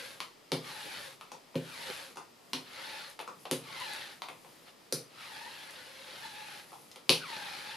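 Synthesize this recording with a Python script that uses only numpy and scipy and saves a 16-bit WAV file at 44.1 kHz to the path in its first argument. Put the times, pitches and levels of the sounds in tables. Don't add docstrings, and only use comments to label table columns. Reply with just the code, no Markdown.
import sys
import numpy as np
from scipy import signal
from scipy.fft import rfft, irfft, next_fast_len
from scipy.io import wavfile
from scipy.ndimage import uniform_filter1d

SR = 44100
rng = np.random.default_rng(int(sys.argv[2]) if len(sys.argv) > 2 else 0)


def pcm_store(signal):
    levels = np.round(np.clip(np.atleast_2d(signal), -1, 1) * 32767)
    wavfile.write(sys.argv[1], SR, levels.astype(np.int16).T)


N = 342216

# frequency_hz, level_db
HISS_SPECTRUM = [(250, -80), (420, -59), (530, 3.5), (680, -15.5), (870, 3.5), (1020, -9.5), (1300, -0.5),
                 (1900, 0.5), (2800, -1), (4200, -1), (5500, -10), (8000, -27.5), (11000, -40)]
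# frequency_hz, level_db
RUMBLE_SPECTRUM = [(50, -55), (110, -10), (155, 3), (210, 4.5), (280, 6.5), (520, 11), (700, -15),
                   (1200, -23.5)]
# frequency_hz, level_db
TICK_SPECTRUM = [(100, -45), (700, -17), (2000, -7.5), (4000, -13.5), (6300, -4.5), (8000, -8), (9500, 0),
                 (11200, -2), (12800, -10), (14000, -28), (15500, -51)]


def amp(db):
    return 10 ** (np.asarray(db) / 20)


def unit(x):
    return x / np.sqrt(np.mean(x ** 2) + 1e-20)


def unit_energy(x):
    return x / np.sqrt(np.sum(x ** 2, axis=-1, keepdims=True) + 1e-20)


def along(points, hz):
    f, v = np.transpose(points)
    return np.interp(np.log(hz + 1), np.log(f + 1), v)


def near(hz, centre_hz, octaves, lift_db):
    return lift_db * np.exp(-.5 * (np.log2((hz + 1) / centre_hz) / octaves) ** 2)


def curves(rows):
    s, *cols = np.transpose(rows)
    return [np.interp(np.arange(N) / SR, s, c) for c in cols]


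def bells(rows):
    t = np.arange(N) / SR
    return sum(amp(db) * np.exp(-.5 * ((t - s) / sigma) ** 2) for s, sigma, db in rows)


def random_curves(count, knots):
    rows = rng.standard_normal((count, int(knots[-1]) + 2))
    return np.array([np.interp(knots, np.arange(len(row)), row) for row in rows])


def drift(knots_per_s):
    return random_curves(1, np.arange(N) * knots_per_s / SR)[0]


def filtered(x, response):
    n = x.shape[-1]
    m = next_fast_len(n + 8192)
    return irfft(rfft(x, m) * response(np.fft.rfftfreq(m, 1 / SR)), m)[..., :n]


def coloured(x, spectrum):
    return unit(filtered(x, lambda hz: amp(along(spectrum, hz))))


def ping(parts, size=2048):
    hz = np.fft.rfftfreq(size, 1 / SR)
    power = sum((amp(db) * unit(amp(along(spectrum, hz)))) ** 2 for db, spectrum in parts)
    cepstrum = irfft(np.log(power + 1e-14) / 2)
    cepstrum[1:size // 2] *= 2
    cepstrum[size // 2 + 1:] = 0
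    return irfft(np.exp(rfft(cepstrum)))


def add(track, s, sound):
    part = track[:, max(0, round(s * SR)):][:, :sound.shape[-1]]
    part += sound[..., :part.shape[-1]]


def in_room(x, wet_db, size=256):
    # frequency_hz, t60_s
    decay = [(130, 1), (400, 0.37), (1000, 0.28), (4000, 0.26), (12000, 0.26)]
    hz, t, z = signal.stft(rng.standard_normal((2, SR // 3)), SR, nperseg=size)
    tail = signal.istft(z * amp(-60 * t / along(decay, hz)[:, None]), SR, nperseg=size)[1]
    onset = 1 - np.exp(-np.arange(tail.shape[1]) / SR / 0.0032)
    tail = amp(wet_db) * unit_energy(tail * onset)
    tail[0, 0] += 1
    return signal.fftconvolve(x[None], tail, axes=1) / np.sqrt(1 + amp(wet_db) ** 2)


def quick_strokes():
    # start_s, attack_s, hold_s, release_s, hiss_db, fizz_db (over the usual)
    strokes = [(-.1, 0.039, 0.1, 0.18, -47.5, 1), (0.596, 0.082, .36, 0.13, -46.5, 0.5),
               (1.562, 0.32, 0.032, 0.24, -44, 1), (2.616, 0.21, 0.17, 0.18, -46, -2.5),
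               (3.58, 0.24, 0.11, 0.28, -43.5, -2.5), (4.641, 0.034, 0.02, 0.037, -58.5, -6),
               (7.184, 0.11, 0.21, 0.82, -44, -3)]
    t = np.arange(N) / SR
    for start, attack, hold, release, db, fizz_db in strokes:
        age = t - start
        rise = np.clip(age / attack, 0, 1)
        fall = np.clip(1 - (age - attack - hold) / release, 0, 1)
        yield amp(db) * rise * fall, fizz_db


def slow_pass(fade_s=0.063, fizz_db=-1.5):
    # time_s, hiss_db
    pressure = [(5.08, -74), (5.098, -68), (5.2, -51.5), (5.31, -49), (5.954, -53.5), (6.25, -48),
                (6.35, -50.5), (6.56, -49), (6.604, -50.5), (6.668, -66.5), (6.7, -62)]
    t = np.arange(N) / SR
    inside_s = np.minimum(t - pressure[0][0], pressure[-1][0] - t)
    contact = np.clip(inside_s / fade_s + 1, 0, 1)
    return contact * amp(curves(pressure)[0]), fizz_db


def following(gain, grows):
    usual = amp(-45)
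    return usual * (gain / usual) ** grows


def crackle(per_second, spread_db):
    sizes = rng.standard_normal((2, N)) * amp(spread_db * rng.standard_normal((2, N)))
    return unit(sizes * (rng.random((2, N)) < per_second / SR))


def patchy(x, size=1024, depth_db=2.5):
    z = signal.stft(x, SR, nperseg=size)[2]
    field = uniform_filter1d(rng.standard_normal(z.shape[1:]), size=3, axis=0)
    field = uniform_filter1d(field, size=6, axis=1)
    return signal.istft(z * amp(depth_db * unit(field)), SR, nperseg=size)[1][:, :N]


def through_gap(x, gap_hz, reflect, fade_hz, size=1024):
    hz, t, z = signal.stft(x, SR, nperseg=size, noverlap=size * 3 // 4)
    hz = hz[:, None]
    gap_hz, reflect = (np.interp(t, np.arange(N) / SR, control) for control in (gap_hz, reflect))
    echo = reflect / (1 + (hz / fade_hz) ** 2)
    comb = np.sqrt(1 - echo ** 2) / abs(1 - echo * np.exp(2j * np.pi * hz / gap_hz))
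    return signal.istft(z * comb, SR, nperseg=size, noverlap=size * 3 // 4)[1][:, :N]


def gap_whistle(gap_hz, usual_hz=870):
    # multiple (of the lowest), width_hz (at the usual gap), level_db
    modes = [(1, 42, 0), (1.96, 75, -1.5), (2.85, 140, -4.5)]
    # frequency_hz, level_db
    radiation = [(450, -1), (540, 1), (680, -5), (870, 2), (1050, 0), (1300, 0), (2400, -1.5), (3000, -5),
                 (4500, -13)]
    phase = 2 * np.pi * np.cumsum(gap_hz) / SR
    leak = np.cumsum(np.maximum(gap_hz / usual_hz, .8) ** 2.5) / SR
    out = np.zeros((2, N))
    for multiple, width_hz, db in modes:
        sway = random_curves(4, 2 * width_hz * leak)
        overtone = np.minimum(gap_hz / usual_hz, 1) ** (2 * (multiple - 1))
        tone = sway[:2] * np.cos(multiple * phase) + sway[2:] * np.sin(multiple * phase)
        out += amp(db) * overtone * unit(tone)
    return filtered(out, lambda hz: amp(along(radiation, hz)))


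def rolling():
    # time_s, lowest_hz (before wavering), ring_db
    gap = [(0, 545, 3), (.2, 530, -3), (.62, 1200, -1), (.69, 1120, 0), (.75, 860, -1), (.9, 820, 1.5),
           (.96, 660, -6), (1.01, 550, 0), (1.15, 530, -4), (1.62, 1720, 3), (1.72, 1270, 3),
           (1.78, 900, -4), (1.9, 850, -3), (1.96, 560, -5), (2.14, 530, -3), (2.65, 1350, -4),
           (2.78, 1250, -4), (2.84, 900, -3), (2.98, 870, 1), (3.04, 600, -7), (3.15, 550, -3),
           (3.62, 1260, 1), (3.69, 1080, 3), (3.76, 1080, 4), (3.84, 980, 4), (3.89, 860, 1),
           (3.96, 880, 1), (4.01, 820, -7), (4.7, 700, -6), (5.1, 1250, -2), (5.22, 1330, 2),
           (5.27, 1080, -1), (5.33, 880, 3), (5.44, 870, 3), (5.5, 1010, -2), (5.59, 860, 2),
           (5.64, 840, -3), (5.72, 650, -14), (5.78, 520, -1), (6.12, 520, 0), (6.17, 700, -8),
           (6.23, 880, 2), (6.35, 880, -2), (6.43, 860, 2), (6.62, 830, -4), (7.215, 1550, 7),
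           (7.25, 1290, 7), (7.3, 950, 2), (7.39, 830, 2), (7.52, 820, -4), (7.6, 800, -6), (7.66, 870, -2),
           (7.76, 900, 0)]
    # frequency_hz, level_db
    fizz_spectrum = [(4500, -1), (7000, -3.5), (8500, -5), (10500, 0.5), (12000, -3.5), (13300, -14),
                     (15000, -51)]
    # frequency_hz, level_db
    fibre_spectrum = [(1500, -5), (2800, -8.5), (4400, -1.5), (5600, -16.5), (8000, -28.5)]
    # centre_s, sigma_s, level_db
    ripples = [(0.865, 0.013, -51), (1.007, 0.016, -62), (1.905, 0.013, -46), (2.113, 0.013, -60),
               (5.476, .02, -65), (6.143, 0.01, -60)]
    fizz_lag_s = 0.012

    t = np.arange(N) / SR
    gains, fizz_dbs = map(np.array, zip(*quick_strokes(), slow_pass()))
    hiss_gain = gains.sum(0) * amp(0.73 * drift(knots_per_s=33))
    gap_hz, ring_db = curves(gap)
    gap_hz = gap_hz * (1 + .03 * drift(knots_per_s=30))

    hiss = coloured(patchy(crackle(15000, spread_db=-2.0)), HISS_SPECTRUM)
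    reflect = np.minimum(.4 * amp(ring_db), .55)
    hiss = through_gap(hiss, gap_hz, reflect, fade_hz=2600)

    whistle_db = -11.5 + ring_db + 3 * drift(knots_per_s=35)
    whistle = following(gains.sum(0), grows=.8) * amp(whistle_db) * gap_whistle(gap_hz)

    fizz_gain = amp(-6.5 + fizz_dbs) @ following(gains, grows=0.77)
    fizz_gain = np.interp(t - fizz_lag_s, t, fizz_gain)
    fizz = fizz_gain * coloured(crackle(15000, spread_db=0.0), fizz_spectrum)

    fibre_gain = amp(-8) * following(hiss_gain, grows=1.1)
    fibres = fibre_gain * coloured(crackle(900, spread_db=-5), fibre_spectrum)

    drum_gain = amp(-37.5) * following(hiss_gain, grows=0.14) + bells(ripples)
    drum = drum_gain * coloured(rng.standard_normal((2, N)), RUMBLE_SPECTRUM)
    return amp(-0.3) * hiss_gain * hiss + fibres + whistle + fizz + drum


def handling():
    # centre_s, sigma_s, level_db
    swishes = [(3.108, .025, -65), (3.425, 0.025, -62), (4.497, 0.18, -69.5), (6.76, 0.12, -63.5)]
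    # frequency_hz, level_db
    swish_spectrum = [(2000, -25), (5000, -4), (8000, -8), (11000, 3), (12800, -8), (14500, -20)]
    # frequency_hz, level_db
    stir_spectrum = [(60, -22), (110, -10.5), (150, -3), (210, -8.5), (400, -10), (900, -24)]
    rustle_gain = amp(-72.5 + 3.5 * drift(knots_per_s=7))
    rustle = rustle_gain * coloured(rng.standard_normal((2, N)), HISS_SPECTRUM)
    swish = bells(swishes) * coloured(crackle(4000, spread_db=-2), swish_spectrum)
    stir_gain = amp(-68.5 + 4.5 * drift(knots_per_s=8))
    stir = stir_gain * coloured(rng.standard_normal((2, N)), stir_spectrum)
    return rustle + swish + stir


def chatter(chatter_db, t60, size=2048):
    decay = amp(-60 * np.arange(size) / SR / t60)
    force = amp(chatter_db) * unit_energy(rng.standard_normal(size) * decay)
    force[0] += 1
    spectrum = rfft(force)
    return unit_energy(irfft(spectrum / np.sqrt(abs(spectrum)))[:size // 2])


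def roller_knock(hollow_db, ring_hz, ring_db, clack_db, clack_hz, focus, tick_db, force):
    # frequency_hz, level_db
    body = [(100, -40), (200, -26), (480, -6.5), (680, -4), (900, 0.5), (1300, -2), (1700, -14.5),
            (2600, -6.5), (6000, -100)]
    # multiple (of that pitch), level_db (at focus 1)
    clack_shape = [(.03, -65), (.15, -35), (.42, -12.5), (.7, -0.5), (1, 2.5), (1.3, 2.5), (1.7, -3),
                   (2.2, -16.5), (3.2, -40)]
    grid = np.geomspace(100, 8000, 80)
    hollow = np.transpose([grid, along(body, grid) + near(grid, ring_hz, 0.35, lift_db=ring_db)])
    clack = [(multiple * clack_hz, focus * db) for multiple, db in clack_shape]
    return signal.fftconvolve(force, ping([(hollow_db, hollow), (clack_db, clack), (tick_db, TICK_SPECTRUM)]))


def board_thud(spot_hz, spot_db, bass_db, damping, flap_db):
    # frequency_hz (before detuning), level_db, t60_s (at damping 1)
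    board_modes = [(129.5, -10.5, 0.47), (143, -6, 0.25), (158.7, -1.5, 0.34), (258.4, 1.5, 0.27),
                   (285.3, -6.5, 0.31), (371, 0.5, 0.25), (418, -10, 0.22), (463.6, -5, 0.36),
                   (519, 2, 0.23), (551, -0.5, 0.21), (680, -17, 0.44)]
    t = np.arange(SR // 4) / SR
    hz, db, t60 = np.transpose(board_modes)[:, :, None]
    detune, phase = rng.standard_normal((2, len(board_modes), 1))
    level = db + near(hz, spot_hz, 0.32, lift_db=spot_db) + near(hz, 130, 0.4, lift_db=bass_db)
    build = 1 - np.exp(-(t * hz / 1.53) ** 2)
    envelope = build * amp(level - 60 * damping * t / t60)
    modes = envelope * np.sin(2 * np.pi * hz * (1 + 0.0073 * detune) * t + np.pi * phase)
    flap = coloured(rng.standard_normal(len(t)), RUMBLE_SPECTRUM)
    flap = flap * amp(-60 * t / 0.32) * (1 - np.exp(-(t / 0.003) ** 2))
    return unit_energy(unit_energy(modes.sum(0)) + amp(flap_db) * unit_energy(flap))


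def rattles():
    # start_s, knock_db, tube_hz, tube_ring_db, hardness_db (clack over knock),
    # clack_hz, tick_db, chatter_db, thud_db
    shifts = [(0.204, -11.5, 1220, 8, 2.5, 3020, -20.5, -10, -29),
              (1.2113, -18.5, 1186, 7, -3, 2600, -32, -4, -42),
              (1.3177, -18.5, 820, 6, -2.5, 4300, -30, 8, -22.5),
              (1.544, -20, 880, 8, -17, 3240, -36, 8, -29), (2.158, -24.5, 900, 8, -5, 4140, -34, 12, -25),
              (2.171, -14, 1080, 6, -8.5, 4070, -29, 8, -22),
              (3.191, -15.5, 804, 1, -1.5, 2700, -26, 14, -22.5),
              (3.202, -15, 800, 2, -4.5, 2680, -32, -8, -28),
              (3.277, -10, 1080, 13.5, -15, 4770, -39, -1, -21.5),
              (3.454, -16, 650, 7, -1, 2540, -30, 6, -22), (4.22, -12.5, 1110, 9, -0.5, 2820, -26, 1, -33),
              (4.286, -14, 766, -2, -5, 2550, -29, 4, -23), (4.447, -27.5, 700, 3, -6, 2600, -42, 18, -30),
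              (6.719, -22, 950, 11, -19, 3240, -42, 10, -27.5),
              (6.73, -19.5, 880, 10, -11, 3240, -38, 4, -34), (6.915, -38.5, 890, 0, 14, 3900, -31, 3, -36),
              (6.9595, -24.5, 810, 7, 1.5, 2850, -28.5, 9, -27),
              (7.1024, -20, 700, 4, 2, 3400, -4, -8, -5.5)]
    out = np.zeros((2, N))
    for s, db, ring_hz, ring_db, hardness_db, clack_hz, tick_db, chatter_db, thud_db in shifts:
        thud = board_thud(spot_hz=470.0, spot_db=7.5, bass_db=-6, damping=1.45, flap_db=-3.5)
        add(out, s, amp(thud_db) * in_room(thud, wet_db=-12.5))
        force = chatter(chatter_db, t60=0.023)
        knock = roller_knock(db, ring_hz, ring_db, db + hardness_db, clack_hz, 0.7, tick_db, force)
        add(out, s, in_room(knock, wet_db=1 - 0.14 * hardness_db))
    return out


def landings():
    # clack_s, thud_db, spot_hz (favoured board pitch), spot_db, bass_db (lowest modes),
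    # damping (factor), hollow_db, tube_hz, clack_db, clack_hz, focus (more is narrower), tick_db, chatter_db
    contacts = [(.5192, .5, 294, 1.6, 2.5, 1.1, -7.5, 920, -2.5, 3160, 0.91, -13, -2),
                (1.5555, 1.5, 260, 2, 5.5, 1.33, -26, 520, -15.5, 2630, 0.57, -33, 12),
                (2.5333, -9, 262, 12, 2.5, 1, -8.5, 880, -5, 3300, 0.95, -14, 1),
                (3.5128, 0, 400, 1, -0.5, 1.01, -12.5, 885, -5, 2680, 0.53, -5, -13),
                (4.925, -4.5, 415, 4.4, 7.5, 1.4, -14, 500, -3, 4370, 4.9, -5, 2),
                (7.0941, 2, 320, 5.1, 0, 1.37, -3, 945, 10, 3310, 1.5, -2, -5)]
    out = np.zeros((2, N))
    for (s, thud_db, spot_hz, spot_db, bass_db, damping, hollow_db, ring_hz,
         clack_db, clack_hz, focus, tick_db, chatter_db) in contacts:
        thud = board_thud(spot_hz, spot_db, bass_db, damping, flap_db=-7)
        add(out, s - .0028, amp(thud_db) * in_room(thud, wet_db=-21.0))
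        force = chatter(chatter_db, t60=0.02)
        knock = roller_knock(hollow_db, ring_hz, 7, clack_db, clack_hz, focus, tick_db, force)
        add(out, s, in_room(knock, wet_db=1.0))
    return out


def glue_snaps():
    # start_s, level_db
    releases = [(3.1004, -27), (3.2122, -26), (3.8013, -21), (3.935, -21), (5.7082, -26)]
    out = np.zeros((2, N))
    for s, db in releases:
        snap = signal.fftconvolve(chatter(chatter_db=3, t60=.015), ping([(db, TICK_SPECTRUM)]))
        add(out, s, in_room(snap, wet_db=-2))
    return out


def scene():
    # frequency_hz, level_db
    hush_spectrum = [(13, -47), (22, -14), (44, -29), (127, -14), (273, -8), (572, -9.5), (713, -11.5),
                     (1340, -13.5), (1450, -18), (1580, -21), (1860, -16), (4460, -19.5), (4850, -16),
                     (5870, -23), (15300, -30)]
    # frequency_hz, side_db
    width = [(30, 4), (70, -15), (200, -7.5), (500, -5), (1000, -3), (2000, -6), (4000, -9), (8000, -5.5),
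             (13000, -6)]
    # frequency_hz, left_minus_right_db
    balance = [(250, 0), (500, 0), (1000, 2.5), (2000, 1.5), (4000, 1), (9000, 1)]
    hush = amp([[-61.2], [-58.5]]) * coloured(rng.standard_normal((2, N)), hush_spectrum)
    sources = rolling() + landings() + rattles() + glue_snaps() + handling()
    low_cut = signal.butter(3, 90, "high", fs=SR, output="sos")
    mid, side = signal.sosfilt(low_cut, sources) + hush
    side = filtered(side, lambda hz: amp(along(width, hz)))
    left_right = np.array([mid + side, mid - side])
    return filtered(left_right, lambda hz: amp(np.outer([.5, -.5], along(balance, hz))))


def record(dry):
    return filtered(dry, lambda hz: (hz < 15500) / np.sqrt(1 + (hz / 14000) ** 30))


dry = scene()
out = record(dry)
pcm_store(out)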